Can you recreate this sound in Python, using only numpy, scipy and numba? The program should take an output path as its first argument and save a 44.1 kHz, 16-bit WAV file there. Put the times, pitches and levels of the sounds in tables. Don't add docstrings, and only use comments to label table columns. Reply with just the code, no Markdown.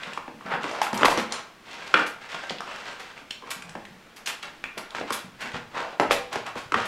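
import sys
import numpy as np
from scipy import signal
from scipy.fft import rfft, irfft, next_fast_len
from scipy.io import wavfile
from scipy.ndimage import uniform_filter1d
from numba import njit

SR = 44100
rng = np.random.default_rng(int(sys.argv[2]) if len(sys.argv) > 2 else 0)


def to_wav(sig):
    pcm = np.clip(np.atleast_2d(sig), -1, 1) * 32767
    pcm = np.round(pcm).astype(np.int16)
    wavfile.write(sys.argv[1], SR, pcm.T)


N = 303361


def undb(db):
    return 10 ** (np.asarray(db) / 20)


def clock(seconds):
    return np.arange(int(seconds * SR)) / SR


def level(x, db, first_s=None):
    head = x if first_s is None else x[:int(first_s * SR)]
    return x * undb(db) / np.sqrt(np.mean(head ** 2) + 1e-20)


def add(track, start_s, x):
    i = max(int(start_s * SR), 0)
    track[i:i + len(x)] += x[:max(N - i, 0)]


def band(x, lo_hz, hi_hz, order=2):
    return signal.sosfilt(signal.butter(order, [lo_hz, hi_hz], "band", fs=SR, output="sos"), x)


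def colour(x, points):
    hz, db = np.transpose(points)
    size = next_fast_len(len(x))
    bin_hz = np.arange(size // 2 + 1) * SR / size
    gain = undb(np.interp(np.log(bin_hz + 1), np.log(hz), db))
    return irfft(rfft(x, size) * gain, size)[:len(x)]


def fade(t, t60_s):
    return undb(-60 * t / t60_s)


def mode(t, hz, t60_s):
    return np.sin(2 * np.pi * hz * t) * fade(t, t60_s)


def struck(modes, db):
    t = clock(0.3)
    ringing = sum(undb(mode_db) * mode(t, hz, t60_s) for hz, mode_db, t60_s in modes)
    return level(ringing, db, first_s=0.0062)


def wander(rate_hz):
    hold = int(SR / rate_hz)
    steps = np.repeat(rng.standard_normal(N // hold + 1), hold)
    return uniform_filter1d(steps, hold)[:N]


def grains(size, per_s, spread_db):
    slips = (rng.random(size) < per_s / SR) * rng.standard_normal(size)
    return slips * undb(spread_db * np.minimum(rng.exponential(1, size), 4))


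@njit
def resonate(x, hz, damping):
    y, band_state, low_state = np.empty(len(x)), 0., 0.
    for i in range(len(x)):
        g = np.tan(np.pi * hz[i] / SR)
        passed = (band_state + g * (x[i] - low_state)) / (1 + g * (g + damping))
        band_state = 2 * passed - band_state
        low_state += 2 * g * passed
        y[i] = damping * passed
    return y


def stroke(start_s, length_s, rise_share=0.4, sag_db=-5.5):
    t = np.arange(N) / SR - start_s
    progress = np.clip(t / length_s, 0, 1)
    rise = np.sin(np.pi / 2 * np.minimum(progress / rise_share, 1)) ** 2
    release = fade(np.clip(t - length_s, 0, 1), t60_s=0.11)
    return rise * undb(sag_db * progress) * release


# frequency in Hz, gain in dB.
SCRAPE_SPECTRUM = [(60, -19), (150, -5), (250, -3), (500, 4), (800, 6), (1400, -1), (2200, -3),
                   (3200, -9.5), (5000, -24), (9000, -88)]
HISS_SPECTRUM = [(800, -30), (2000, 8.5), (3200, 6), (5000, -2.5), (8000, -11.5), (12000, -34.5),
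                 (16000, -46)]
# start in seconds, length in seconds, scrape gain in dB, hiss gain in dB,
# cover resonance in Hz.
STROKES = [(-0.08, 0.26, -37.5, -45.5, 1470), (0.432, 0.092, -36.5, -53, 1320),
           (0.487, 0.076, -26.5, -66, 1230), (0.594, .12, -34.5, -38.5, 1150), (0.698, .19, -33, -42, 1090),
           (0.912, 0.29, -26.5, -40, 940), (1.287, 0.11, -34, -40.5, 1120),
           (1.61, 0.34, -39.5, -43.5, 1360), (1.944, 0.08, -22, -35.5, 1330),
           (2.198, 0.065, -40, -44, 1560), (2.275, 0.084, -35.5, -38.5, 1660),
           (2.29, 0.27, -40.5, -44, 1570), (2.58, 0.33, -40.5, -43, 1370), (2.837, 0.097, -36, -42.5, 1330),
           (2.915, 0.2, -42, -46.5, 1360), (3.15, 0.05, -41, -47, 1340), (3.44, .11, -41.5, -49, 1270),
           (3.525, 0.27, -48, -62, 990), (4.06, 0.019, -46.5, -77, 1400), (4.17, .06, -50.5, -64, 1400),
           (4.271, .05, -38, -52, 2010), (4.414, 0.061, -37, -46, 1900), (4.686, 0.31, -48.5, -67, 1400),
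           (4.937, 0.059, -35, -38.5, 990), (5.036, .16, -37.5, -43.5, 1000),
           (5.378, 0.11, -33.5, -41.5, 1670), (5.527, 0.047, -34, -38.5, 1460),
           (5.674, 0.28, -42, -49, 1060), (5.738, 0.075, -25.5, -39, 1400), (5.782, 0.062, -30, -49, 810),
           (6.093, 0.05, -31, -31.5, 736), (6.303, 0.081, -31, -38.5, 940),
           (6.453, 0.031, -27, -40.5, 1060), (6.549, 0.034, -30.5, -44, 1260), (6.73, 0.13, -26, -37, 1450)]


def sliding(rest_scrape_db=-61, rest_hiss_db=-74, judder_db=3.0, damping=0.75):
    start_s, length_s, scrape_db, hiss_db, cover_hz = np.transpose(STROKES)
    power = np.array([stroke(*span) for span in zip(start_s, length_s)]) ** 2
    scrape_gain = np.sqrt(undb(scrape_db) ** 2 @ power + undb(rest_scrape_db) ** 2)
    hiss_gain = np.sqrt(undb(hiss_db) ** 2 @ power + undb(rest_hiss_db) ** 2)
    catch_db = judder_db * wander(90)
    hz = np.interp(np.arange(N) / SR, start_s + length_s / 2, cover_hz)
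    cover = resonate(grains(N, 7000, 2.3), hz, damping)
    cover = resonate(cover, hz, damping) / np.sqrt(hz)
    scrape = colour(grains(N, 4000, 3.76), SCRAPE_SPECTRUM)
    hiss = colour(grains(N, 9000, 1.7), HISS_SPECTRUM)
    crackle = band(grains(N, 150, 2), 1540, 5540)
    cardboard = level(scrape, -5) + level(cover, -5)
    paper = level(hiss, 0) + level(crackle, -9)
    return cardboard * scrape_gain * undb(catch_db) + paper * hiss_gain * undb(catch_db / 2)


# frequency in Hz, gain in dB.
AIR_SPECTRUM = [(25, 6), (60, 0.5), (120, 3), (220, 8.5), (500, 2.5), (1200, -0.5), (2500, -0.5),
                (5000, -9), (10000, -19.5), (16000, -27)]


def room_air(db=-53):
    return level(colour(rng.standard_normal(N), AIR_SPECTRUM), db) * undb(wander(6.7))


# start in seconds, ring level in dB, pitch in Hz,
# tick level in dB, ring t60 in seconds.
RING_CLICKS = [(.033, -31.5, 2800, -50, 0.0043), (.133, -37.5, 2540, -45.5, 0.012),
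               (.975, -43, 6160, -32.5, .005), (1.3226, -28.5, 4880, -29, 0.0013),
               (1.9425, -14, 2370, -52, 0.012), (2.4956, -26.5, 3410, -44, 0.0051),
               (2.584, -37, 3500, -62, 0.01), (3.177, -38.5, 2180, -58, 0.0055),
               (3.3065, -31.5, 3040, -44, 0.0073), (3.514, -29.5, 2250, -38, 0.018),
               (3.622, -39.5, 2480, -44, 0.012), (3.693, -41, 2550, -45, 0.0066),
               (3.852, -40.5, 2540, -53, 0.0032), (4.272, -27.5, 2800, -38, 0.0084),
               (4.6405, -33, 1770, -47.5, 0.009), (4.906, -42.5, 3420, -51, .008),
               (5.518, -37.5, 2530, -52, 0.0039)]


def ring_click(ring_db, hz, tick_db, t60_s):
    t = clock(0.2)
    seating = 1 - np.exp(-t / 0.00035)
    metal = mode(t, hz, t60_s) + undb(-15) * mode(t, 1.45 * hz, t60_s / 2)
    snap = band(rng.standard_normal(len(t)), 0.55 * hz, 1.4 * hz, order=4) * fade(t, 0.026)
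    tick = band(rng.standard_normal(len(t)), 3470, 8650, order=3) * fade(t, 0.03)
    return (level(metal * seating, ring_db, first_s=0.0017)
            + level(snap * seating, ring_db - 4, first_s=0.0091)
            + level(tick * seating, tick_db, first_s=0.0028))


# start in seconds, level in dB, pitch in Hz.
BUMPS = [(.074, -43.5, 197), (0.345, -44, 227), (.454, -40.5, 204), (.575, -41, 220), (.932, -30.5, 223),
         (.96, -48, 106), (1.055, -42, 234), (1.075, -41, 50), (1.129, -43, 143), (1.188, -34.5, 214),
         (1.956, -30.5, 310), (2.512, -39.5, 199), (3.222, -54, 282), (3.76, -41.5, 210), (5.01, -35, 294),
         (5.244, -42, 186), (5.28, -50.5, 140), (5.437, -48, 242), (5.54, -37, 138), (5.559, -44, 240),
         (6.002, -32, 320), (6.09, -48, 60), (6.659, -47, 122), (6.745, -34, 216), (6.76, -41, 109)]


def bump(db, hz, t60_s=0.065, push_s=0.0019):
    t = clock(0.2)
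    return level(mode(t, hz, t60_s) * (1 - np.exp(-t / push_s)), db, first_s=0.011)


# ratio to the clack pitch, gain in dB.
COVER_MODES = [(.42, -16), (.73, -2), (1, 8.5), (1.27, -2), (1.7, -10), (2.35, -18)]
# frequency in Hz, gain in dB, t60 in seconds.
TABLE_MODES = [(122, -13.5, 0.072), (177, -19, 0.054), (216, -5.5, 0.084), (233, -2, 0.043),
               (307, 1, 0.034), (381, 1, 0.028), (501, -3, 0.084), (553, -3.5, 0.036), (700, -10.5, 0.044)]
# start in seconds, clack level in dB,
# clack pitch in Hz, clack t60 in seconds, thump level in dB, crack level in dB, room send in dB.
KNOCKS = [(0.1753, -25.5, 1140, 0.0095, -42.5, -47, -4), (0.279, -35.5, 830, 0.021, -38.5, -65, -1),
          (.409, -40.5, 1100, 0.0078, -55, -62, 0), (0.642, -27.5, 1000, 0.0034, -31.5, -46, 0.5),
          (0.713, -33, 734, 0.0092, -48, -40, 5), (0.816, -16, 863, 0.021, -49, -27, -4.5),
          (0.867, -25.5, 1320, 0.013, -44, -55, -7), (0.93, -25.5, 890, 0.014, -31, -36, -3.5),
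          (1.01, -25.5, 1120, 0.0052, -29, -37, 4.5), (1.0322, -12, 1430, 0.0049, -23, -49, -7),
          (1.046, -13.5, 1040, 0.022, -22.5, -39, -2.5), (1.056, -13.5, 1150, 0.05, -41, -22, -28),
          (1.083, -17, 704, 0.011, -40, -29, -14), (1.114, -24, 850, 0.0049, -40, -42, 2),
          (1.175, -27, 1060, 0.0057, -24.5, -27, -3), (1.9406, -8, 1405, 0.023, -26.5, -34, -3),
          (2.507, -30, 690, 0.0014, -38.5, -40, -1.5), (2.606, -30, 1270, 0.0034, -61, -40, 0.5),
          (2.677, -35.5, 1190, 0.0082, -48, -62, 3), (3.423, -42, 1040, 0.019, -51, -57, 6),
          (3.753, -32, 920, 0.0051, -38.5, -47, 0), (4.274, -45, 805, 0.011, -48.5, -55, 2),
          (4.772, -39, 638, 0.012, -37, -52, -2.5), (4.949, -29, 1440, 0.003, -44, -45, -1.5),
          (4.984, -33, 2080, 0.0091, -39, -60, -1), (5.012, -29, 593, 0.0075, -37, -58, 0),
          (5.105, -23, 1100, 0.018, -32.5, -35, -4.5), (5.545, -31, 1040, 0.0053, -42, -60, -2),
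          (5.9986, -14, 1040, 0.0018, -24.5, -32.5, 0.5), (6.032, -21.5, 910, 0.011, -53, -68, -4),
          (6.1097, -14, 1300, 0.0024, -32, -34, -11), (6.3573, -24, 880, 0.0042, -28, -36, -4),
          (6.556, -36, 1080, 0.01, -33.5, -48, -6), (6.7206, -22, 1295, 0.022, -33, -37.5, -3.5),
          (6.742, -14.5, 1226, 0.015, -30, -34, -2.5)]


def knock(clack_db, hz, t60_s, thump_db, crack_db):
    t = clock(0.2)
    board = sum((-1) ** k * undb(db) * mode(t, ratio * hz, t60_s)
                for k, (ratio, db) in enumerate(COVER_MODES))
    chatter = band(rng.standard_normal(len(t)), 497, 2590, order=3)
    chatter *= fade(t, 0.026) * (1 - np.exp(-t / 0.00074))
    clack = level(band(board, 320, 5700), 0, first_s=0.0056) + level(chatter, -9, first_s=0.012)
    wood = np.zeros(len(t))
    for k, (wood_hz, wood_db, wood_t60_s) in enumerate(TABLE_MODES):
        gain = undb(wood_db + 2 * rng.standard_normal())
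        detune = 1 + 0.043 * rng.standard_normal()
        wood += (-1) ** k * gain * mode(t, wood_hz * detune, wood_t60_s)
    crack = band(rng.standard_normal(len(t)) * fade(t, 0.021), 4300, 6200, order=1)
    return (level(clack, clack_db, first_s=0.0063)
            + level(band(wood, 110, 2100), thump_db, first_s=0.0078)
            + level(band(crack, 2100, 11000), crack_db, first_s=0.0011))


# start in seconds, length in seconds,
# then body, crisp and fizz levels in dB before the trim.
SHEET_FLICKS = [(0.82, 0.032, -32.5, -41.5, -46.5), (0.939, 0.015, -34.5, -55, -44.5),
                (1.05, 0.012, -19.5, -30.5, -35), (1.096, 0.031, -37, -36.5, -47),
                (1.173, 0.032, -29, -56, -55), (2.062, 0.02, -37, -43, -50.5), (2.995, .02, -45, -52, -64),
                (3.503, 0.016, -34, -37.5, -40), (4.16, 0.022, -47.5, -51, -56.5),
                (4.259, 0.0094, -35.5, -32.5, -48), (4.268, 0.026, -33, -38, -43),
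                (4.288, 0.024, -36, -53, -60), (4.426, 0.0093, -35, -44, -68),
                (4.776, 0.012, -32, -43.5, -46), (5.121, 0.026, -32, -36.5, -38),
                (5.405, 0.023, -39, -48, -57), (6.112, 0.022, -24, -35.5, -38.5),
                (6.327, 0.0067, -33.5, -40, -53), (6.464, 0.0051, -39, -42, -55),
                (6.561, 0.053, -40.5, -53, -68), (6.854, 0.017, -39, -47, -49)]


def sheet_flick(length_s, body_db, crisp_db, fizz_db, trim_db=-1):
    t = clock(0.2)
    swell = t / length_s * np.exp(-t / length_s * 2.75)
    bands = [(870, 3470, body_db), (2850, 7400, crisp_db), (7300, 12400, fizz_db)]
    return sum(level(band(grains(len(t), 9000, 3.4) * swell, lo_hz, hi_hz), db + trim_db, length_s)
               for lo_hz, hi_hz, db in bands)


# frequency in Hz, gain in dB, t60 in seconds.
CLAMP_MODES = [(2920, -6, 0.017), (3100, 0, 0.027), (4210, -4, 0.019), (5470, -6, 0.015),
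               (6600, -15, 0.011)]
# start in seconds, level in dB.
CLAMP_SNAPS = [(3.3095, -30)]


def clamp_snap(db):
    return struck(CLAMP_MODES, db)


def finger_presses(from_s=3.55, to_s=3.9, scatter_s=0.038, count=6, db=-48.5, hz=190):
    starts_s = np.linspace(from_s, to_s, count)
    return [(start_s + scatter_s * late, bump(db + 2 * loud, hz * np.exp(0.12 * high)))
            for start_s, (late, loud, high) in zip(starts_s, rng.standard_normal((count, 3)))]


# frequency in Hz, gain in dB, t60 in seconds.
LEVER_MODES = [(1540, -7, 0.013), (1830, -12, .012), (2400, 4, 0.013), (2500, -2, .016), (2600, -26, 0.14),
               (2770, -25, .06), (3400, -17, 0.077)]
# start in seconds, level in dB.
LEVER_SNAPS = [(4.6405, -27.5)]


def lever_snap(db):
    return struck(LEVER_MODES, db)


# frequency in Hz, gain in dB, t60 in seconds.
HOLLOW_MODES = [(495, -4.5, 0.29), (563, -3.5, 0.11), (664, -3, 0.12), (786, -0.5, 0.096)]
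# start in seconds, level in dB.
COVER_SHUTS = [(5.9995, -38), (6.111, -21.5)]


def cover_shut(db):
    return struck(HOLLOW_MODES, db)


# band frequency in Hz, t60 in seconds, gain in dB.
ROOM_BANDS = [(100, 0.58, -2), (246, 0.4, 1.5), (603, 0.46, 0), (1360, 0.41, 0), (3020, 0.42, -3),
              (5900, 0.36, -3), (12700, 0.23, -1)]


def room_tail(onset_s=0.007):
    t = clock(0.7)
    band_hz, band_t60_s, band_db = np.transpose(ROOM_BANDS)
    echoes = rng.standard_normal(len(t))
    echoes *= undb(3.0 * np.exp(-t / 0.032) * rng.standard_normal(len(t)))
    spectrum = rfft(echoes / np.sqrt(uniform_filter1d(echoes ** 2, size=400)))
    log_hz = np.log(np.arange(len(spectrum)) * SR / len(t) + 1)
    tail = np.zeros(len(t))
    for selector, t60_s, db in zip(np.eye(len(band_hz)), band_t60_s, band_db):
        band_echoes = irfft(spectrum * np.interp(log_hz, np.log(band_hz), selector), len(t))
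        envelope = fade(t, t60_s) * (1 - np.exp(-(t / onset_s) ** 2))
        tail += band_echoes * envelope * undb(db) / np.sqrt(np.sum(envelope ** 2))
    return tail


def room_echoes(sounds, spot_count=5):
    spots = np.zeros((spot_count, N))
    for k, (start_s, x, send_db) in enumerate(sounds):
        add(spots[k % spot_count], start_s, x * undb(send_db))
    return sum(signal.oaconvolve(spot, room_tail())[:N] for spot in spots)


def scene(bounce_s=0.001147, bounce_gain=0.023, side_db=-48):
    sounds = [(0.00027, sliding(), 0)]
    sources = [(BUMPS, bump), (RING_CLICKS, ring_click), (SHEET_FLICKS, sheet_flick),
               (LEVER_SNAPS, lever_snap), (CLAMP_SNAPS, clamp_snap), (COVER_SHUTS, cover_shut)]
    for rows, source in sources:
        sounds += [(start_s, source(*settings), 0) for start_s, *settings in rows]
    sounds += [(start_s, x, 0) for start_s, x in finger_presses()]
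    sounds += [(start_s, knock(*settings), send_db) for start_s, *settings, send_db in KNOCKS]
    direct = np.zeros(N)
    for start_s, x, _ in sounds:
        add(direct, start_s, x)
        add(direct, start_s + bounce_s, bounce_gain * x)
    echoes = room_echoes(sounds)
    mid = direct + echoes + room_air()
    side = np.zeros(N)
    add(side, 0.01, undb(side_db) * echoes)
    return np.array([mid + side, mid - side])


def record(dry, hiss_db=-69, ceiling=0.92, top_hz=15750):
    hiss = undb(hiss_db) * rng.standard_normal(dry.shape)
    rounded = dry / (1 + (dry / ceiling) ** 4) ** 0.25
    return signal.sosfilt(signal.ellip(10, 0.2, 80, top_hz, fs=SR, output="sos"), rounded + hiss)


dry = scene()
out = record(dry)
to_wav(out)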